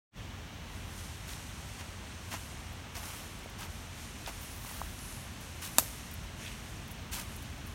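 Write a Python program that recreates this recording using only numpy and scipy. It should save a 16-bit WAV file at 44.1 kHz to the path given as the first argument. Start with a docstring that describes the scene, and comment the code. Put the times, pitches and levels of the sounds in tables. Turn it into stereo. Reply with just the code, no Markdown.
"""Slow footsteps crush dry fallen leaves in a wood, each step a burst of tiny breaks.
Between steps the leaves swish, scrape and tick; sticks knock underfoot and one twig snaps close by.
The leaf sounds are made of many random clicks, while the sticks and the twig ring with short tones.
A steady low rumble and a far hiss fill the wood. The walker's phone hears it all in mono."""
import sys
import numpy as np
from scipy import signal
from scipy.fft import rfft, irfft
from scipy.io import wavfile
from scipy.ndimage import uniform_filter1d

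SR = 44100
rng = np.random.default_rng(int(sys.argv[2]) if len(sys.argv) > 2 else 0)


def master_out(mix):
    """Clip the mix to full scale and print it as 16-bit PCM to the path in sys.argv[1]."""
    frames = np.transpose(np.atleast_2d(mix))
    ceiling = np.clip(frames, -1, 1)
    pcm = np.round(ceiling * 32767).astype(np.int16)
    wavfile.write(sys.argv[1], SR, pcm)


N = 341334
T = np.arange(N) / SR  # time of each sample [s]


def undb(db):
    """Turn decibels into a factor to multiply by."""
    return 10 ** (np.asarray(db) / 20)


def unit(x):
    """Scale a signal to an average power of 1."""
    return x / np.sqrt(np.mean(x ** 2) + 1e-18)


def colour(x, spectrum):
    """Shape the tone with (frequency [Hz], level [dB]) points; white noise keeps its power."""
    hz, db = np.transpose(spectrum)
    size = 8192
    log_hz = np.log(np.fft.rfftfreq(size, 1 / SR) + 1)
    log_gain = np.log(undb(np.interp(log_hz, np.log(hz), db)))
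    # fold the filter so that it rings only after a click, never before
    cepstrum = irfft(log_gain)
    cepstrum[1:size // 2] *= 2
    cepstrum[size // 2 + 1:] = 0
    response = irfft(np.exp(rfft(cepstrum)))
    return signal.fftconvolve(x, response / np.linalg.norm(response))[:len(x)]


def band(x, hz, width_hz):
    """Keep one band, as a ringing leaf does; white noise keeps about the same power."""
    edges = np.clip([hz - width_hz / 2, hz + width_hz / 2], 100, SR / 2 - 100)
    bandpass = signal.butter(2, edges, "band", fs=SR, output="sos")
    return signal.sosfilt(bandpass, x) * np.sqrt(SR / 2 / width_hz)


def notch(x, hz, q, depth):
    """Turn down one frequency by a depth from 0 to 1; a higher q makes the dip narrower."""
    notched = signal.lfilter(*signal.iirnotch(hz, q, SR), x)
    return x + depth * (notched - x)


def drift(turns_per_s):
    """A smooth random wobble with a size near 1."""
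    hold = int(SR / turns_per_s)
    held = rng.standard_normal(4096)[np.arange(N) // hold % 4096]
    return unit(uniform_filter1d(uniform_filter1d(held, hold), hold))


def clicks(per_s, spread_db):
    """Tiny breaks or touches at random moments; spread_db sets how much their strengths vary."""
    happens = rng.random(N) < per_s / SR
    size = np.minimum(rng.exponential(size=N), 4)
    return unit(happens * rng.choice([-1, 1], N) * undb(spread_db * size))


def fade(start, t60):
    """Start suddenly, then die away by 60 dB every t60 seconds."""
    age = T - start
    return (age >= 0) * np.exp(-np.log(1000) * np.maximum(age, 0) / t60)


def press(start, length, rise, release):
    """A foot's pressure builds, holds and lets go; rise and release are shares of the length."""
    hold = max(1 - rise - release / 2, 0.05)
    times = start + length * np.cumsum([0, rise, hold, release])
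    return np.interp(T, times, [0.0076, 0.99, 0.83, 0.0003])


def stir(peak_s, build_s, settle_db_per_s):
    """Swept leaves move more as the foot speeds up, then settle."""
    growth = np.clip(1 + (T - peak_s) / build_s, 0, 1)
    return growth * undb(-settle_db_per_s * np.maximum(T - peak_s, 0))


def wood(hiss_db=-50):
    """A distant rumble drifts slightly in level under an even, far hiss."""
    # tone of the rumble and of the hiss: (frequency [Hz], relative level [dB])
    rumble_tone = [(20, -31), (31, -27), (43, 0), (52, -0.5), (68, -2.5), (84, 2), (105, -3.5), (150, -8.5),
                   (240, -10), (330, -21.5), (500, -43)]
    hiss_tone = [(180, -26), (300, -2), (511, -5.5), (645, -4), (1150, -4.5), (1320, -6), (1430, -6),
                 (3030, -7), (4910, -15.5), (6200, -14), (7570, -22), (8220, -21.5), (16000, -47)]
    # loudness of the rumble: (time [s], level [dB])
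    rumble_levels = [(0.8, -45.5), (3.3, -46.5), (6.1, -45.3), (7.0, -43.8)]
    rumble_gain = undb(np.interp(T, *np.transpose(rumble_levels)))
    rumble = colour(rng.standard_normal(N), rumble_tone) * rumble_gain
    hiss = colour(rng.standard_normal(N), hiss_tone) * undb(hiss_db)
    return rumble + hiss


def stalk_ticks(build_s=0.014, t60=0.042, strays_per_s=1.5, stray_db=-59):
    """A dry stalk gives way fibre by fibre, then splits in a short run of thin clicks."""
    # stalks that split: (time [s], level [dB])
    splits = [(2.7302, -52), (3.3894, -55), (3.4406, -54), (3.5009, -55), (5.4126, -50), (6.114, -49),
              (6.1409, -45), (6.8818, -54), (6.9177, -40.5), (7.3652, -46.5), (7.4294, -53), (7.6695, -44)]
    # tone of a stalk: (frequency [Hz], relative level [dB])
    stalk_tone = [(3000, -30), (7500, -17), (9700, -3), (10500, 5), (11100, -4), (11900, -2), (13200, -1),
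                  (14000, -3), (16000, -2.5)]
    strays = [(time, stray_db) for time in T[rng.random(N) < strays_per_s / SR]]
    strain = np.zeros(N)
    for time, db in splits + strays:
        bending = (T < time) * np.clip(1 + (T - time) / build_s, 0, 1) ** 2
        strain += undb(db) * (bending + fade(time, t60))
    return colour(strain * clicks(per_s=2200, spread_db=4.0), stalk_tone)


def leaf_scrapes():
    """Leaves dragged by the sole catch and slip on each other, hissing in one band per drag."""
    # drags: (start [s], length [s], level [dB], band centre [Hz], band width [Hz])
    drags = [(4.405, .04, -53, 14500, 2400), (4.42, 0.16, -55, 10600, 1300), (4.42, 0.52, -58, 14600, 2600),
             (4.948, 0.29, -54, 10500, 1700), (6.387, .17, -50, 2540, 1500), (6.39, .11, -54, 6000, 1200),
             (6.46, .02, -46, 2900, 1400)]
    slips = clicks(per_s=14000, spread_db=6.0)
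    return sum(band(slips * undb(db) * press(start, length, rise=0.25, release=0.5), hz, width)
               for start, length, db, hz, width in drags)


def leaf_rustle(swish_settle_db_per_s=20.5, sizzle_settle_db_per_s=42):
    """Leaves slide over each other in countless tiny touches: a swish with a finer sizzle on top."""
    # sweeps of a foot: (fastest moment [s], build-up [s], swish level [dB], sizzle level [dB])
    sweeps = [(0.2, .1, -69, -79), (0.76, 0.14, -58.5, -63), (0.98, 0.14, -52, -56),
              (1.31, 0.079, -52, -58), (1.75, 0.38, -55, -62.5), (2.1, .2, -57.5, -80),
              (2.41, 0.25, -53, -57), (3.07, 0.17, -51.5, -51.5), (3.75, .17, -55, -60),
              (4.0, 0.1, -52.5, -58.5), (4.42, 0.32, -51.5, -55.5), (4.71, 0.16, -52, -51),
              (5.1, 0.24, -53, -54.5), (5.43, .04, -55, -60.5), (5.81, 0.3, -49.5, -50),
              (6.44, 0.11, -53, -58), (6.68, 0.13, -60, -65), (7.28, .16, -54, -58), (7.69, .05, -64, -64)]
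    # tone of the swish and of the sizzle: (frequency [Hz], relative level [dB])
    swish_tone = [(500, -38), (1500, -3), (3000, -5), (4000, -2.5), (4900, -1.5), (6100, 1), (7500, -2),
                  (9300, -1.5), (10200, -10), (12000, -12), (16000, -28)]
    sizzle_tone = [(6000, -35), (9000, 2.5), (10300, 1), (11300, 3), (12800, -2.5), (14500, -3),
                   (16000, -16)]
    swish_power, sizzle_power = np.zeros((2, N))
    for peak_s, build_s, swish_db, sizzle_db in sweeps:
        swish_power += (undb(swish_db) * stir(peak_s, build_s, swish_settle_db_per_s)) ** 2
        sizzle_power += (undb(sizzle_db) * stir(peak_s, build_s, sizzle_settle_db_per_s)) ** 2
    flutter = undb(0.5 * drift(turns_per_s=45))
    swish = np.sqrt(swish_power) * flutter * clicks(per_s=18000, spread_db=3.0)
    sizzle = np.sqrt(sizzle_power) * flutter * clicks(per_s=12000, spread_db=4.5)
    return colour(swish, swish_tone) + colour(sizzle, sizzle_tone)


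def leaf_cracks(t60=0.0088, width_share=0.69):
    """A stiff leaf buckles in a few milliseconds of breaks that make it ring."""
    # leaves that buckle: (time [s], level [dB], pitch [Hz])
    buckles = [(1.2915, -34.5, 4200), (1.334, -38, 3200), (2.316, -35, 2900), (2.9672, -33.5, 5700),
               (3.056, -37, 6000), (3.630, -36, 3800), (4.2595, -34.5, 2100), (4.2625, -32, 3800),
               (4.991, -40, 5700), (5.126, -40.5, 6500), (5.631, -35, 5500), (7.138, -34.5, 2800),
               (7.213, -39, 5000)]
    breaks = clicks(per_s=25000, spread_db=3.5)
    return sum(band(breaks * undb(db) * fade(time, t60), hz, hz * width_share)
               for time, db, hz in buckles)


def stick_knocks(swell_cycles=0.98):
    """A stick or stone knocked by the sole swings only a few times in the soft ground."""
    # knocks: (time [s], peak level [dB], pitch [Hz])
    hits = [(2.340, -27.5, 950), (2.346, -30, 900), (3.4585, -36, 620), (4.276, -31.5, 780),
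            (4.648, -35, 1000), (4.712, -39, 900), (4.8158, -23, 980), (5.823, -38, 600)]
    sound = np.zeros(N)
    for time, db, hz in hits:
        cycles = np.arange(SR // 50) * hz / SR
        progress = cycles / swell_cycles
        swell = (progress * np.exp(1 - progress)) ** 3
        swing = -np.cos(2 * np.pi * cycles)
        sound[int(time * SR):][:len(cycles)] += undb(db) * swell * swing
    return sound


def twig_snap(snap_s=5.7841, ring_gain_db=-7.0):
    """The twig breaks and rings briefly; splinters follow, and ground and trunks scatter the crack."""
    # tones of the bending twig: (pitch [Hz], relative level [dB], time to fade by 60 dB [s])
    twig_tones = [(240, -14.5, 0.028), (660, -9, 0.01), (960, -11, 0.022), (1250, -15.5, 0.027),
                  (1680, -17.5, 0.018), (2566, -13, 0.016), (3760, -8, 0.012), (4520, -9.5, 0.013),
                  (5370, -11, 0.0086), (6260, -14.5, 0.01), (7140, -2.5, 0.0059), (8330, 0.5, 0.0056),
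                  (10300, -1, 0.0026), (11500, -5, 0.0046), (12600, -3, .004), (15000, 1, .003)]
    # tone of the splinters and echoes: (frequency [Hz], relative level [dB])
    scatter_tone = [(150, -11), (600, -3), (2000, -11), (5000, -6), (8400, -2), (10300, -4), (11800, 3),
                    (13500, -5), (16000, -12)]
    age = np.arange(SR // 10) / SR
    ring = np.zeros(N)
    for k, (hz, db, t60) in enumerate(twig_tones):
        swing = (-1) ** k * np.sin(2 * np.pi * hz * age)  # neighbouring tones swing opposite ways
        decay = np.exp(-np.log(1000) * age / t60)
        ring[int(snap_s * SR):][:len(age)] += undb(db + ring_gain_db) * swing * decay
    splinters = undb(-18) * fade(snap_s, t60=0.026)
    echo = undb(-30) * fade(snap_s + 0.011, t60=0.027)
    near_scatter = undb(-33) * fade(snap_s, t60=0.11)
    far_scatter = undb(-41) * fade(snap_s, t60=0.55)
    tail = (splinters + echo + near_scatter + far_scatter) * clicks(per_s=16000, spread_db=-0.5)
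    return ring + colour(tail, scatter_tone)


def footsteps(jerk_db=1.5, soil_lag_s=0.006):
    """Each step crackles the top leaves, crunches the packed layer below and scrapes the soil."""
    # steps: (start [s], length [s], crunch level [dB], crackle level [dB], soil level [dB])
    steps = [(1.27, 0.08, -52.5, -53, -66), (1.784, .04, -49, -59, -59), (2.306, 0.057, -41.5, -46, -48.5),
             (2.944, 0.054, -47, -47.5, -50.5), (2.988, 0.24, -50.5, -52, -55),
             (3.579, 0.082, -47.5, -49, -50.5), (4.265, 0.038, -44.5, -46.5, -46.5),
             (4.628, 0.2, -53.5, -62, -59), (5.611, 0.076, -48, -43, -59), (7.109, 0.11, -44.5, -40, -51)]
    # tone of packed leaves, top leaves and soil: (frequency [Hz], relative level [dB])
    crunch_tone = [(200, -9), (600, -8.5), (1200, 4.5), (2000, 4), (2900, 3.5), (4000, -6.5), (4900, -3),
                   (6200, -1), (10000, -28), (16000, -24)]
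    crackle_tone = [(1000, -24), (3000, 4), (4900, 3.5), (6200, 3.5), (9000, 4.5), (10400, 3), (12000, 2),
                    (16000, -2)]
    soil_tone = [(80, -14), (250, -1), (500, -6.5), (850, 3.5), (1400, -3), (2500, -16), (6000, -51)]
    pressures = np.array([press(start, length, rise=0.23, release=0.61) for start, length, *_ in steps])
    layer_gains = undb(np.array(steps)[:, 2:])
    layer_forces = layer_gains.T @ pressures  # add up all the steps for each layer
    # each layer gives way in jerks of its own
    crunch, crackle, soil = (force * undb(jerk_db * drift(turns_per_s=220)) for force in layer_forces)
    soil = np.interp(T - soil_lag_s, T, soil)  # the sole reaches the soil just after the leaves
    return (colour(crunch * clicks(per_s=5000, spread_db=3.5), crunch_tone)
            + colour(crackle * clicks(per_s=6500, spread_db=4.0), crackle_tone)
            + colour(soil * clicks(per_s=3000, spread_db=2.0), soil_tone))


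def scene():
    """All the sounds meet at one microphone, so both channels are the same."""
    mono = (wood() + leaf_rustle() + footsteps() + leaf_scrapes() + leaf_cracks()
            + stalk_ticks() + stick_knocks() + twig_snap())
    return np.array([mono, mono])


def record(dry, top_hz=16000):
    """The phone's microphone hole dips two frequencies; the phone fades in, clips and cuts the top."""
    dipped = notch(dry, hz=4890, q=18.0, depth=0.34)
    dipped = notch(dipped, hz=10460, q=25.0, depth=0.27)
    fade_in = np.interp(T, [0.11, 0.18], [0, 1]) ** 2
    clipped = np.clip(dipped * fade_in, -1, 1)
    lowpass = signal.ellip(10, 0.2, 80, top_hz, fs=SR, output="sos")
    return signal.sosfilt(lowpass, clipped)


dry = scene()
out = record(dry)
master_out(out)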